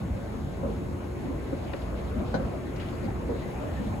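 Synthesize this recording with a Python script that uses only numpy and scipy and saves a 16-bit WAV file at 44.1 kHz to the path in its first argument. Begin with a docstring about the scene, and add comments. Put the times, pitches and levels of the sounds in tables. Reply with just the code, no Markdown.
"""An escalator in a large hall, heard from its moving steps. From the start the truss rumbles, rollers
run on their tracks and shake the panels, the handrail hisses and the drive hums. Almost at once rollers
begin to boom over track joints; from 0.6 s loose steps knock dully and a gear tone swells and fades.
At 1.7 s the rasp of steps along the skirt comes up, and until 2.9 s their edges catch on it and click.
From 3.4 s the rubber handrail gives three faint squeaks."""
import sys
import numpy as np
from scipy import signal
from scipy.fft import rfft, irfft
from scipy.io import wavfile
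from scipy.ndimage import uniform_filter1d

SR = 44100
rng = np.random.default_rng(int(sys.argv[2]) if len(sys.argv) > 2 else 0)


def to_wav(s):
    """Save 16-bit WAV."""
    ch = np.atleast_2d(s).T  # columns
    pcm = np.round(np.clip(ch, -1, 1) * 32767)  # PCM
    wavfile.write(sys.argv[1], SR, pcm.astype(np.int16))


N = 176400
T = np.arange(N) / SR


def from_db(db):
    """Decibels to gain."""
    return 10 ** (np.asarray(db) / 20)


def rms_one(x):
    """Scale to rms 1."""
    return x / np.sqrt(np.mean(x ** 2) + 1e-20)


def in_time(rows):
    """Read a fader curve at every sample."""
    return np.interp(T, *np.transpose(rows))


def at_hz(points, hz):
    """Read a curve on a log-frequency axis."""
    f, value = np.transpose(points)
    return np.interp(np.log(hz), np.log(f), value)


def drift(rate_hz):
    """Smooth random modulation of rms 1."""
    hop, settle = 40, 2000
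    pole = np.exp(-2 * np.pi * rate_hz * hop / SR)
    white = rng.standard_normal(N // hop + settle + 2)
    slow = signal.lfilter([1], [1, -2 * pole, pole * pole], white)[settle:]
    return np.interp(np.arange(N) / hop, np.arange(len(slow)), rms_one(slow))


def band(x, low_hz, high_hz):
    """Band-pass filter."""
    edges = [low_hz, min(high_hz, SR / 2 - 100)]
    return signal.sosfilt(signal.butter(2, edges, "band", fs=SR, output="sos"), x)


def pan(db):
    """Stereo gains, the left db above the right."""
    return from_db(np.array([[db], [-db]]) / 2)


def add(out, s, sound):
    """Mix a sound in at time s."""
    i = int(s * SR)
    out[:, i:i + sound.shape[1]] += sound[:, :max(N - i, 0)]


# Stereo width: f/Hz, left-right correlation
CORRELATION = [(60, .985), (130, .9), (290, .52), (640, .28), (1000, .06), (3100, .1), (6000, -.1)]
# Stereo lean: f/Hz, left minus right/dB
LEAN = [(150, -1), (380, 2.5), (700, 0.5), (1300, 3), (2400, 3), (4400, 0.5), (8000, 3)]
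def spread(pair, hz):
    """Two unrelated sounds become mid and side: narrow in the bass, wide in the treble."""
    alike = at_hz(CORRELATION, hz)
    mid = np.sqrt(1 + alike) * pair[0]
    side = np.sqrt(1 - alike) * pair[1]
    return np.array([mid + side, mid - side]) * pan(at_hz(LEAN, hz))


def noise_bed(spectrum, low_hz, bands, flicker_db, flicker_hz):
    """Third-octave bands of stereo noise upward from low_hz, each flickering on its own; rms 1."""
    out, white = 0, rng.standard_normal((2, 2, N))
    edges = low_hz * 2 ** (np.arange(bands + 1) / 3)
    for k, (low, high) in enumerate(zip(edges, edges[1:])):
        hz = np.sqrt(low * high)
        gain = from_db(at_hz(spectrum, hz) + flicker_db * drift(flicker_hz))
        out = out + gain * spread(band(white[k % 2], low, high), hz)
    return rms_one(out)


def pitched_noise(hz, width_hz, size):
    """A narrow band of stereo noise; rms 1."""
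    white = rng.standard_normal((2, size))
    return rms_one(spread(band(white, hz - width_hz / 2, hz + width_hz / 2), hz))


def tone(hz, waver_hz):
    """A wavering sine of rms 1."""
    pitch = hz + waver_hz * drift(4.76)
    return np.sqrt(2) * np.sin(2 * np.pi * np.cumsum(pitch) / SR)


def ringing(hz, width_hz):
    """One second of a rattled mode, in stereo at rms 1: the wider it is, the faster its phase wanders."""
    wander = np.cumsum(rng.standard_normal((2, SR)), axis=1) * np.sqrt(2 * np.pi * width_hz / SR)
    sines = np.sin(2 * np.pi * hz * T[:SR] + wander)
    return rms_one(spread(band(sines, hz / np.sqrt(2), hz * np.sqrt(2)), hz))


def struck(sound, attack_s, length_s, hall_db=-14, hall_t60_s=0.5):
    """Shape a steady sound's last half second into a hit: attack, short rattle, hall tail."""
    t = T[:SR // 2]
    after = np.maximum(t - attack_s, 0)
    rattle = np.exp(-(after / length_s) ** 2 / 2)
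    tail = from_db(hall_db - 60 * after / hall_t60_s)
    return sound[:, -len(t):] * np.minimum(t / attack_s, 1) * np.hypot(rattle, tail)


# Rumble EQ: f/Hz, relative level/dB
RUMBLE_EQ = [(31, -5), (42, -5.5), (60, 0.5), (80, 1.5), (105, 0), (140, -3.5), (200, -5)]
# Rumble fader: t/s, level/dB
RUMBLE_FADER = [(0, -28), (.17, -35), (.21, -39), (.3, -36.5), (.38, -34), (.5, -32.5), (.55, -36),
                (.6, -32), (.8, -36.5), (.88, -33), (1.05, -38.5), (1.22, -34.5), (1.38, -36),
                (1.52, -35.5), (1.64, -34.5), (1.75, -35), (2.18, -34), (2.45, -33), (2.68, -39.5),
                (2.78, -34.5), (2.92, -34.5), (3.16, -32), (3.55, -36), (3.72, -35.5), (3.82, -34.5),
                (4, -34.5)]
def truss_rumble():
    """The truss rumbles, an uneven low bed under everything."""
    bed = noise_bed(RUMBLE_EQ, low_hz=27.38, bands=9, flicker_db=-1.3, flicker_hz=7.3)
    return from_db(in_time(RUMBLE_FADER)) * bed


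# Roller EQ: f/Hz, relative level/dB
ROLLER_EQ = [(250, 2), (320, 1), (400, -3.5), (490, -4), (620, -5.5), (780, -8.5), (1000, -13), (1250, -16),
             (1550, -23.5), (2000, -21), (2500, -26.5), (3200, -32.5), (4100, -31), (5000, -40),
             (6300, -87)]
# Roller fader: t/s, level/dB
ROLLER_FADER = [(0, -39.5), (.5, -38.5), (1.1, -39), (1.45, -37.5), (1.7, -37), (2.05, -38.5),
                (2.45, -35.5), (2.65, -37), (2.9, -38.5), (3.2, -37.5), (3.6, -36.5), (4, -37)]
def rollers():
    """Rollers run on their tracks and fill the low mids."""
    bed = noise_bed(ROLLER_EQ, low_hz=214.7, bands=15, flicker_db=2.43, flicker_hz=5.1)
    return from_db(in_time(ROLLER_FADER)) * bed


# Rasp EQ: f/Hz, relative level/dB
RASP_EQ = [(1400, 1.5), (1800, 3.5), (2250, 3), (2800, -1), (3500, -5.5), (4300, -6), (5500, -29)]
# Rasp fader: t/s, level/dB
RASP_FADER = [(0, -60), (1.1, -58.5), (1.5, -60), (1.7, -52), (1.85, -54), (2.02, -54.5), (2.28, -54.5),
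              (2.5, -56), (2.7, -60), (2.85, -51), (2.93, -51), (3.02, -51.5), (3.3, -58), (3.55, -53.5),
              (3.72, -58.5), (3.84, -50.5), (3.9, -55.5), (4, -56)]
def skirt_rasp():
    """Steps slide along the skirt; the rubbing catches and lets go."""
    gain = from_db(in_time(RASP_FADER) - 0.66 * drift(rate_hz=8))
    return gain * noise_bed(RASP_EQ, low_hz=1238, bands=6, flicker_db=3.5, flicker_hz=13)


# Panel resonances: f/Hz, width/Hz, level/dB
PANEL_MODES = [(445.8, 14, -52), (566, 16, -54), (882.4, 65, -62.5), (1472, 40, -63.5), (1575, 39, -64.5)]
def panels():
    """Shaken by the rollers, the panels ring softly and steadily."""
    return sum(from_db(db) * pitched_noise(hz, width_hz, N) for hz, width_hz, db in PANEL_MODES)


# Hiss EQ: f/Hz, relative level/dB
HISS_EQ = [(5000, 2.5), (6500, 7), (7500, 5.5), (9300, 3.5), (11000, 4.5), (12500, -2), (15000, -6)]
# Hiss fader: t/s, level/dB
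HISS_FADER = [(0, -62), (1.4, -62), (1.6, -61.5), (2.65, -62), (2.9, -60), (3.08, -61), (3.16, -62),
              (3.38, -61), (3.48, -60.5), (4, -59.5)]
def handrail_hiss(lag_s=.00022):
    """A fine hiss from one spot close on the right; it reaches the left later, polarity flipped."""
    hz = np.maximum(np.arange(N // 2 + 1) * SR / N, 1)
    air = band(rng.standard_normal(N), HISS_EQ[0][0], SR / 2)
    right = rfft(air) * from_db(at_hz(HISS_EQ, hz))
    left = -right * np.exp(-2j * np.pi * hz * lag_s)
    return from_db(in_time(HISS_FADER)) * rms_one(irfft(np.array([left, right]), N))


# Motor tones: f/Hz, level/dB, waver/Hz
MOTOR_TONES = [(57.5, -45.5, 3.15), (1075, -64, 4.94)]
# Gear fader: t/s, level/dB
GEAR_FADER = [(0, -53), (.4, -55), (.8, -46), (1.3, -46), (2.0, -50.5), (2.55, -43), (3.0, -47), (3.5, -45),
              (4, -71)]
def drive():
    """The motor hums in the centre; left of it a gear tone swells and fades."""
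    hum = sum(from_db(db) * tone(hz, waver_hz) for hz, db, waver_hz in MOTOR_TONES)
    gear = from_db(in_time(GEAR_FADER)) * tone(hz=360.2, waver_hz=1.0)
    return hum + pan(db=5) * gear


# Track joint cues: t/s, level/dB
BUMP_CUES = [(0.106, -23), (0.344, -27), (1.34, -22.5), (1.817, -25), (1.912, -25), (2.14, -23),
             (2.427, -26.5), (2.619, -31), (3.564, -27)]
def joint_bumps(hz=60, t60_s=0.24):
    """A roller drops over a joint and the truss gives one short, low boom."""
    out, t = np.zeros((2, N)), T[:SR // 2]
    attack = np.minimum(2 * hz * t, 1)  # half a cycle
    boom = np.sin(2 * np.pi * hz * t) * attack * from_db(-60 * t / t60_s)
    for s, db in BUMP_CUES:
        add(out, s, from_db(db) * boom[None])
    return out


# Knock cues: t/s, thud level/dB, thud f/Hz, ring level/dB, ring f/Hz, rattle length/s
KNOCK_CUES = [(0.626, -36, 246, -31.5, 539.6, 0.036), (0.675, -35.5, 189.7, -36, 443, 0.044),
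              (1.246, -38, 261, -42, 559, 0.026), (1.285, -30.5, 254.6, -48, 576, 0.018),
              (1.522, -27, 260.5, -32.5, 565, 0.01), (1.736, -37, 287, -33.5, 554, 0.0058),
              (2.158, -29, 217.5, -41, 596, 0.035), (2.195, -35, 312, -36.5, 608, 0.031),
              (2.341, -29, 279.3, -33, 549.3, 0.0096), (2.36, -32, 174.9, -37, 737, 0.017),
              (2.39, -38.5, 221.3, -33, 548.5, 0.026), (3.026, -32.5, 266.6, -37, 546, 0.036),
              (3.078, -40, 279.4, -37.5, 761, 0.011), (3.285, -37, 277.4, -29.5, 470, 0.046),
              (3.605, -55, 283.5, -40, 605.5, 0.088), (3.793, -32, 218, -59, 493, 0.03),
              (3.854, -37, 182.9, -47, 600, 0.21)]
def step_knocks():
    """A loose step rattles briefly: its frame thuds and its tread rings with one overtone."""
    out = np.zeros((2, N))
    for s, thud_db, thud_hz, ring_db, ring_hz, length_s in KNOCK_CUES:
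        thud = (thud_db, thud_hz, 5.96)  # level/dB, f/Hz, Q
        ring = (ring_db, ring_hz, 10.6)
        overtone = (ring_db - 16, ring_hz * 2.08, 3.94)
        for db, hz, q in (thud, ring, overtone):
            add(out, s, from_db(db) * struck(ringing(hz, hz / q), attack_s=.009, length_s=length_s))
    return out


def crackle(hz, top_hz, contacts_per_s=5000, span=1.8, ride_s=.025):
    """One second of tiny random contacts, the gain ridden to hold rms near 1 and keep the grain."""
    contacts = rng.standard_normal((2, SR)) * (rng.random((2, SR)) < contacts_per_s / SR) + 1e-18
    dulled = signal.sosfilt(signal.butter(4, top_hz, fs=SR, output="sos"), contacts)
    grit = spread(band(dulled, hz / span, hz * span), hz)
    power = uniform_filter1d(np.mean(grit ** 2, axis=0), int(ride_s * SR))
    return grit / np.sqrt(np.maximum(power, 1e-20))


# Modes of a step: f/Hz, width/Hz, relative level/dB
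STEP_RING = [(170.7, 22, 12), (546, 27.5, 12.5), (793, 40, 5), (1026, 49, -0.5), (1280, 74, -16),
             (1503, 56, 2), (1596, 55, -6), (2240, 260, -18), (2710, 450, -31), (3210, 180, -17),
             (4100, 264, -10), (4620, 313, -14.5), (5860, 530, -17)]
# Click cues: t/s, ring level/dB, crack level/dB, crack f/Hz, high cut/Hz, length/s
CLICK_CUES = [(1.733, -36, -37, 1340, 5170, 0.0057), (1.814, -64, -57, 3400, 4800, .018),
              (2.341, -22.5, -52.5, 2000, 6000, 0.017), (2.76, -66, -51, 3400, 7500, 0.0074),
              (2.797, -44, -46, 1880, 5620, 0.026), (2.832, -60, -59, 2400, 4200, 0.02),
              (2.884, -64, -53, 2600, 5500, .016)]
def edge_clicks():
    """A step edge catches on the skirt: a dry crack, and the step's modes ring."""
    out = np.zeros((2, N))
    for s, ring_db, crack_db, crack_hz, top_hz, length_s in CLICK_CUES:
        ring = sum(from_db(db) * ringing(hz, width_hz) for hz, width_hz, db in STEP_RING)
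        click = from_db(ring_db) * rms_one(ring) + from_db(crack_db) * crackle(crack_hz, top_hz)
        add(out, s, pan(db=2) * struck(click, attack_s=0.0014, length_s=length_s))
    return out


# Squeak cues: t/s, length/s, f/Hz, level/dB
SQUEAK_CUES = [(3.368, 0.17, 2000, -54), (3.652, 0.087, 1830, -55), (3.747, 0.071, 1820, -49.5)]
def handrail_squeaks():
    """The rubber handrail sings faintly for a moment."""
    out = np.zeros((2, N))
    for s, length_s, hz, db in SQUEAK_CUES:
        size = int(length_s * SR)
        squeak = pitched_noise(hz, width_hz=150, size=SR)[:, -size:]
        add(out, s, from_db(db) * squeak * np.sqrt(np.hanning(size)))
    return out


def scene():
    """The running bed, with the hits and squeaks on top."""
    bed = truss_rumble() + rollers() + skirt_rasp() + panels() + handrail_hiss() + drive()
    return bed + joint_bumps() + step_knocks() + edge_clicks() + handrail_squeaks()


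def record(dry):
    """The microphone loses the deepest bass; a steep high cut takes off the top."""
    low_cut = signal.butter(6, 34, "high", fs=SR, output="sos")
    high_cut = signal.ellip(10, .1, 80, 15800, fs=SR, output="sos")
    return signal.sosfilt(high_cut, signal.sosfilt(low_cut, dry))


dry = scene()
out = record(dry)
to_wav(out)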